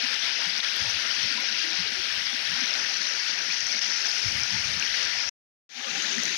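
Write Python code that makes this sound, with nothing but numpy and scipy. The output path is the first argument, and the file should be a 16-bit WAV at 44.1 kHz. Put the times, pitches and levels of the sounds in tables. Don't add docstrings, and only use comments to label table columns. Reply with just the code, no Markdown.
import sys
import numpy as np
from scipy import signal
from scipy.fft import rfft, irfft, next_fast_len
from scipy.io import wavfile
from scipy.ndimage import uniform_filter1d, map_coordinates

SR = 44100
rng = np.random.default_rng(int(sys.argv[2]) if len(sys.argv) > 2 else 0)


def pcm_store(signal):
    levels = np.round(np.clip(np.atleast_2d(signal), -1, 1) * 32767)
    wavfile.write(sys.argv[1], SR, levels.astype(np.int16).T)


def voltage_ratio(decibels):
    exponent = np.asarray(decibels, float) / 20
    return 10 ** exponent


N = 280917
STOP_S, RESTART_S = 5.293, 5.692


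def unit(x):
    return x / np.sqrt(np.mean(x ** 2) + 1e-20)


def along(points, hz):
    f, v = np.transpose(points)
    return np.interp(np.log(hz + 1), np.log(f + 1), v)


def curves(rows):
    s, *columns = np.transpose(rows)
    return [np.interp(np.arange(N) / SR, s, column) for column in columns]


def wobble(rate):
    knots = rng.standard_normal(int(N * rate / SR) + 4)
    return map_coordinates(knots, [np.arange(N) * rate / SR])


def bump(s, width_s):
    return np.exp(-((np.arange(N) / SR - s) / width_s) ** 2)


def filtered(x, response):
    m = next_fast_len(N + 8192)
    return irfft(rfft(x, m) * response(np.fft.rfftfreq(m, 1 / SR)), m)[..., :N]


def below(cut_hz, power):
    return lambda hz: 1 / (1 + (hz / cut_hz) ** power)


def above(cut_hz, power):
    return lambda hz: 1 / (1 + (cut_hz / (hz + 1)) ** power)


def add(track, s, sound):
    start = max(round(s * SR) - len(sound) // 2, 0)
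    track[start:][:len(sound)] += sound


def swell(hz, ms, rise):
    half = round(ms * SR / 500)
    u = np.arange(-half, half) * 1000 / (SR * ms)
    turns = hz * ms / 1000 * (u + rise * u ** 2 / 2)
    return np.exp(-2.77 * u ** 2) * np.sin(2 * np.pi * (turns + rng.random()))


def late(x):
    lag_s = 0.001283
    return filtered(x, lambda hz: np.exp(-2j * np.pi * hz * lag_s))


def hiss(patchy_db, deep_db):
    hz, _, z = signal.stft(rng.standard_normal(N), SR, nperseg=512)
    patches = uniform_filter1d(rng.standard_normal(z.shape), size=6, axis=0)
    patches = uniform_filter1d(patches, size=14, axis=1)
    depth_db = patchy_db + deep_db / (1 + (hz[:, None] / 900) ** 2)
    _, sound = signal.istft(z * voltage_ratio(depth_db * unit(patches)), nperseg=512)
    return unit(sound[:N])


def bubbles(count, lo_hz, hi_hz, cycles, spread_db, size):
    at, pitch, luck = rng.random((count, 3)).T[:, :, None]
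    hz = lo_hz + (hi_hz - lo_hz) * pitch
    u = np.arange(size) / SR * hz / cycles
    gain = np.sqrt(hz) * voltage_ratio(np.minimum(-spread_db * np.log(luck), 11.5))
    ring = gain * u * np.exp(-2 * u) * np.sin(2 * np.pi * cycles * u * (1 + 0.0593 * u))
    where = (at * N).astype(int) + np.arange(size)
    return np.bincount(where.ravel(), ring.ravel(), N + size)[:N]


def water():
    small = bubbles(count=30000, lo_hz=1566, hi_hz=15330, cycles=3.4, spread_db=5.0, size=220)
    ringing = bubbles(count=2500, lo_hz=1402.0, hi_hz=12070, cycles=19.8, spread_db=4.5, size=1200)
    large = bubbles(count=900, lo_hz=171.2, hi_hz=1623, cycles=5.76, spread_db=1.5, size=2600)
    far = hiss(patchy_db=1.5, deep_db=3.0)
    return unit(far + 0.5 * unit(small) + 0.36 * unit(ringing) + 0.17 * unit(large))


# f/Hz, likeness/0-1
ALIKE = [(150, 0.1), (200, 0.74), (600, 0.4), (1000, 0.23), (1450, 0.52), (2000, 0.4), (2400, 1),
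         (3000, 0.39), (5300, 0.02), (7000, 0)]


def water_at_ports():
    calm_db, swell_db, reach_s = -0.55, 6, 0.2
    likeness = lambda hz: np.clip(along(ALIKE, hz), 0, 1)
    shared = filtered(water(), lambda hz: np.sqrt(likeness(hz)))
    churn = np.tanh(sum(bump(row[0], reach_s) for row in GURGLES) / 3)
    murmur = filtered(shared, below(550, 4))
    shared = shared + (voltage_ratio(calm_db + swell_db * churn) - 1) * murmur
    left, right = [filtered(water(), lambda hz: np.sqrt(1 - likeness(hz))) for _ in "LR"]
    return left + late(shared), right + shared


# f/Hz, relative level/dB
LEFT_FIRST = [(150, -17), (200, -14), (500, -15), (1150, -11), (1450, -1.5), (1900, 1), (3900, -1),
              (5300, 5.5), (6000, 2.5), (6600, -10), (7600, -28), (8500, -46), (9500, -32.5), (11000, -52),
              (15200, -46)]
LEFT_SECOND = [(200, -12), (500, -13), (1000, -11.5), (1450, -2), (1900, 1.5), (3500, -1), (5000, 1.5),
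               (6300, 4.5), (7000, -7), (7700, -18), (8500, -42), (9300, -44.5), (10500, -33), (12000, -37),
               (15200, -34.5)]
# t/s, level of the left body before its top is raised or lowered/dB, aim/0 broadside to 1 end-on
CAMERA = [(0, -26.5, 0.047), (.6, -27, .15), (1.6, -27.5, 0.12), (2.0, -28, 0), (2.5, -27.5, .15),
          (3.0, -26, .8), (3.25, -26.5, .5), (3.9, -26.5, 0.91), (4.5, -27, 0.68), (5.0, -25.5, 0.63),
          (5.29, -26, 0.92), (5.7, -28.5, .3), (5.8, -26.5, .1), (5.92, -27.5, 0.37), (6.2, -29, 0.2),
          (6.37, -29, 0)]


def left_port(water_left):
    fizz_db, fizz_aim_db = -34, 7
    upper_db, upper_aim_db = 3.5, -6.5
    body_db, aim = curves(CAMERA)
    low, thin = below(4500, 8), above(150, 5)
    high = lambda hz: 1 - low(hz)

    def coloured(points, part):
        return unit(filtered(water_left, lambda hz: voltage_ratio(along(points, hz)) * part(hz) * thin(hz)))

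    first = np.arange(N) < STOP_S * SR
    body = np.where(first, coloured(LEFT_FIRST, low), coloured(LEFT_SECOND, low))
    fizz = np.where(first, coloured(LEFT_FIRST, high), coloured(LEFT_SECOND, high))
    upper = filtered(body, above(2800, 6))
    body = body + (voltage_ratio(upper_db + upper_aim_db * aim) - 1) * upper
    flutter_db = 0.8 * wobble(11)
    return voltage_ratio(body_db) * body + voltage_ratio(fizz_db + fizz_aim_db * aim + flutter_db) * fizz


# f/Hz, relative level/dB
RIGHT_COLOUR = [(150, -22), (200, -23.5), (500, -23.5), (1150, -21.5), (1380, -17.5), (2000, -23),
                (4000, -30.5), (6500, -28), (8000, -28), (9500, -25), (11800, -33.5), (12400, -39),
                (13800, -33.5), (14300, -35.5), (15300, -29)]


def right_port(water_right):
    thin = above(150, 5)
    wide = unit(filtered(water_right, lambda hz: voltage_ratio(along(RIGHT_COLOUR, hz)) * thin(hz)))
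    return voltage_ratio(-45 + 0.7 * wobble(2.5) + 0.55 * wobble(12)) * wide


# t/s, level change/dB
LULLS = [(.62, -7.5), (3.803, -4.5)]


def stream():
    lull_s = 0.013
    water_left, water_right = water_at_ports()
    surge_db = 0.44 * wobble(4.2) + 0.5 * wobble(22.05)
    surge_db = surge_db + sum(db * bump(s, lull_s) for s, db in LULLS)
    return voltage_ratio(surge_db) * np.array([left_port(water_left), right_port(water_right)])


# f/Hz, relative level/dB
BUFFET = [(20, -23), (50, -10.5), (95, -3.5), (150, -9), (210, -9), (280, -35), (400, -65.5)]
BURST = [(15, -41), (45, 0), (100, 0.5), (200, 1.5), (270, -30.5), (450, -59.5)]
CALM_DB = [
    [-66.5],
    [-78],
]
# middle t/s, length/s, left level/dB, right level/dB
GUSTS = [(0.88, .2, -62, -57), (1.228, 0.097, -52, -59), (1.8, 0.18, -59, -62), (2.04, 0.43, -60, -64),
         (2.237, 0.13, -75, -61), (2.58, .15, -62, -74), (3.55, 0.27, -67, -70), (4.35, 0.21, -43, -53),
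         (4.65, 0.28, -45, -56), (5.117, 0.39, -63.5, -59.5), (6.3, 0.22, -63.5, -62.5)]
# t/s, port/0 left 1 right, f/Hz, peak level/dB, width at half level/ms
PUFFS = [(0.822, 1, 86, -34, 17), (0.881, 1, 105, -35.5, 26), (0.946, 1, 81, -43, 21),
         (0.969, 0, 75, -43, 17), (1.242, 1, 81, -45, 32), (1.244, 0, 117, -39, 32),
         (1.998, 1, 65, -43, 19), (2.54, 0, 75, -46, 25), (3.66, 1, 75, -53, 25), (4.272, 0, 99, -30, 33),
         (4.365, 1, 124, -44, 25), (4.395, 0, 92, -35, 21), (4.43, 1, 124, -37, 19),
         (4.54, 1, 126, -38.5, 28), (4.553, 0, 116, -34, 19), (4.558, 1, 81, -37, 21),
         (4.597, 1, 108, -43, 30), (4.6, 0, 81, -42.5, 42), (4.659, 0, 102, -35, 14),
         (4.692, 0, 102, -30, 12), (4.795, 1, 97, -48, 20), (4.911, 1, 70, -47.5, 33),
         (5.056, 1, 65.3, -46, 18), (5.178, 1, 86, -50.5, 30), (5.274, 1, 75.6, -43, 21)]


def wind():
    noise = rng.standard_normal((2, 2, N))
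    rumble = filtered(noise[0], lambda hz: voltage_ratio(along(BUFFET, hz)))
    broad = unit(filtered(noise[1], lambda hz: voltage_ratio(along(BURST, hz))))
    lumpy = unit(rumble * voltage_ratio(4.5 * np.array([wobble(14), wobble(14.5)])))
    thumps, gate = np.zeros((2, 2, N + SR))
    for s, port, hz, db, ms in PUFFS:
        add(thumps[round(port)], s, voltage_ratio(db) * swell(hz, ms, rise=-0.27))
        add(gate[round(port)], s, voltage_ratio(db - 12) * np.hanning(round(4.3 * ms * SR / 1000)))
    strength = voltage_ratio(CALM_DB)
    for s, length, left_db, right_db in GUSTS:
        strength = strength + voltage_ratio([[left_db], [right_db]]) * bump(s, length / 2)
    return strength * lumpy + thumps[:, :N] + gate[:, :N] * broad


# t/s, f/Hz, peak level of the main tone at the left port/dB, width at half level/ms
GURGLES = [(0.039, 258, -39.5, 25), (0.43, 900, -43, 40), (0.476, 176, -41.5, 21), (0.862, 490, -43, 15),
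           (1.266, 215, -39, 22), (1.312, 274, -41, 16), (1.36, 233, -37.5, 32), (1.387, 987, -36, 21),
           (1.654, 327, -37, 28), (1.71, 329, -42, 100), (1.804, 187, -38, 27), (1.863, 442, -41, 19),
           (1.99, 370, -39, 30), (2.345, 254, -35, 13), (2.534, 187, -38, 14), (2.593, 257, -39.5, 64),
           (2.622, 267, -30, 13), (3.496, 210, -38, 15), (3.76, 230, -45.5, 30), (4.55, 200, -38, 25),
           (4.551, 872, -42, 42), (4.775, 185, -38.5, 24), (5.78, 251, -34.5, 32), (5.8, 803, -43, 180),
           (5.86, 546, -35.5, 23), (5.871, 1200, -33.5, 43), (5.96, 800, -43, 67), (5.97, 512, -42.5, 48),
           (5.985, 307, -39.5, 23), (6.04, 1465, -36, 22), (6.151, 387, -39.5, 55), (6.184, 230, -30.5, 23),
           (6.31, 367, -41, 22)]


def gurgles():
    track = np.zeros(N + SR)
    blur = rng.normal(0, 1, (len(GURGLES), 2, 2))
    for (s, hz, db, ms), mates in zip(GURGLES, blur):
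        add(track, s, voltage_ratio(db) * swell(hz, ms, rise=0.056))
        for detune, slip in mates:
            mate = swell(hz * (1 + 0.073 * detune), 0.55 * ms, rise=0.05)
            add(track, s + 0.012 * slip, voltage_ratio(db - 3.5) * mate)
    track = track[:N]
    return np.array([late(track), voltage_ratio(-8.5) * track])


# t/s, peak level at the left port/dB, f/Hz
POPS = [(0.605, -15, 3730), (0.648, -16, 3280), (0.947, -15.5, 4760), (1.7736, -16, 5300),
        (2.739, -11.5, 5100), (3.6062, -12.5, 5800), (3.7198, -12.5, 5300), (3.7918, -12.5, 5600),
        (3.936, -16, 5050), (4.0575, -13, 5390), (4.435, -10, 5600), (4.5066, -15.5, 5100),
        (4.798, -13.5, 6000), (4.826, -13, 2670), (5.846, -15.5, 3000), (5.906, -16, 4100),
        (6.001, -17.5, 2970), (6.049, -20, 1810), (6.183, -19.5, 1850), (6.235, -13, 5940),
        (6.2553, -12, 6000)]


def pops():
    track = np.zeros(N + SR)
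    for s, db, hz in POPS:
        add(track, s, voltage_ratio(db) * swell(hz, 7500 / hz, rise=0.14))
    return track[:N] * voltage_ratio([[0], [-26]])


# t/s, starting level at the right port before the high-pass/dB, left minus right/dB
SPLASHES = [(0.7627, -31, -19.5), (0.8944, -35, -16), (1.4052, -35, -16), (3.7194, -43, -5.5),
            (4.0906, -39, -17.5), (6.2372, -34, -0.5)]


def splashes():
    track, t = np.zeros((2, N + SR)), np.arange(600) / SR
    for s, db, pan_db in SPLASHES:
        spit = voltage_ratio(db - 60 * t / 0.016) * rng.standard_normal((2, len(t)))
        track[:, round(s * SR):][:, :len(t)] += spit * voltage_ratio([[pan_db], [0]])
    return filtered(track[:, :N], above(6500, 6))


def scene():
    return stream() + wind() + gurgles() + pops() + splashes()


def low_pass(x):
    return signal.sosfilt(signal.butter(12, 16580, fs=SR, output="sos"), x)


def record(dry):
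    fade_s = 0.3
    t = np.arange(N) / SR
    stop = voltage_ratio(-np.clip(t - STOP_S, 0, 1) * 7500 - 19 * (t > STOP_S))
    fade = np.clip((t - RESTART_S) / fade_s + 0.058, 0, 1)
    limited = filtered(dry, lambda hz: hz < 15500)
    return low_pass(limited * np.where(t < RESTART_S, stop, fade))


dry = scene()
out = record(dry)
pcm_store(out)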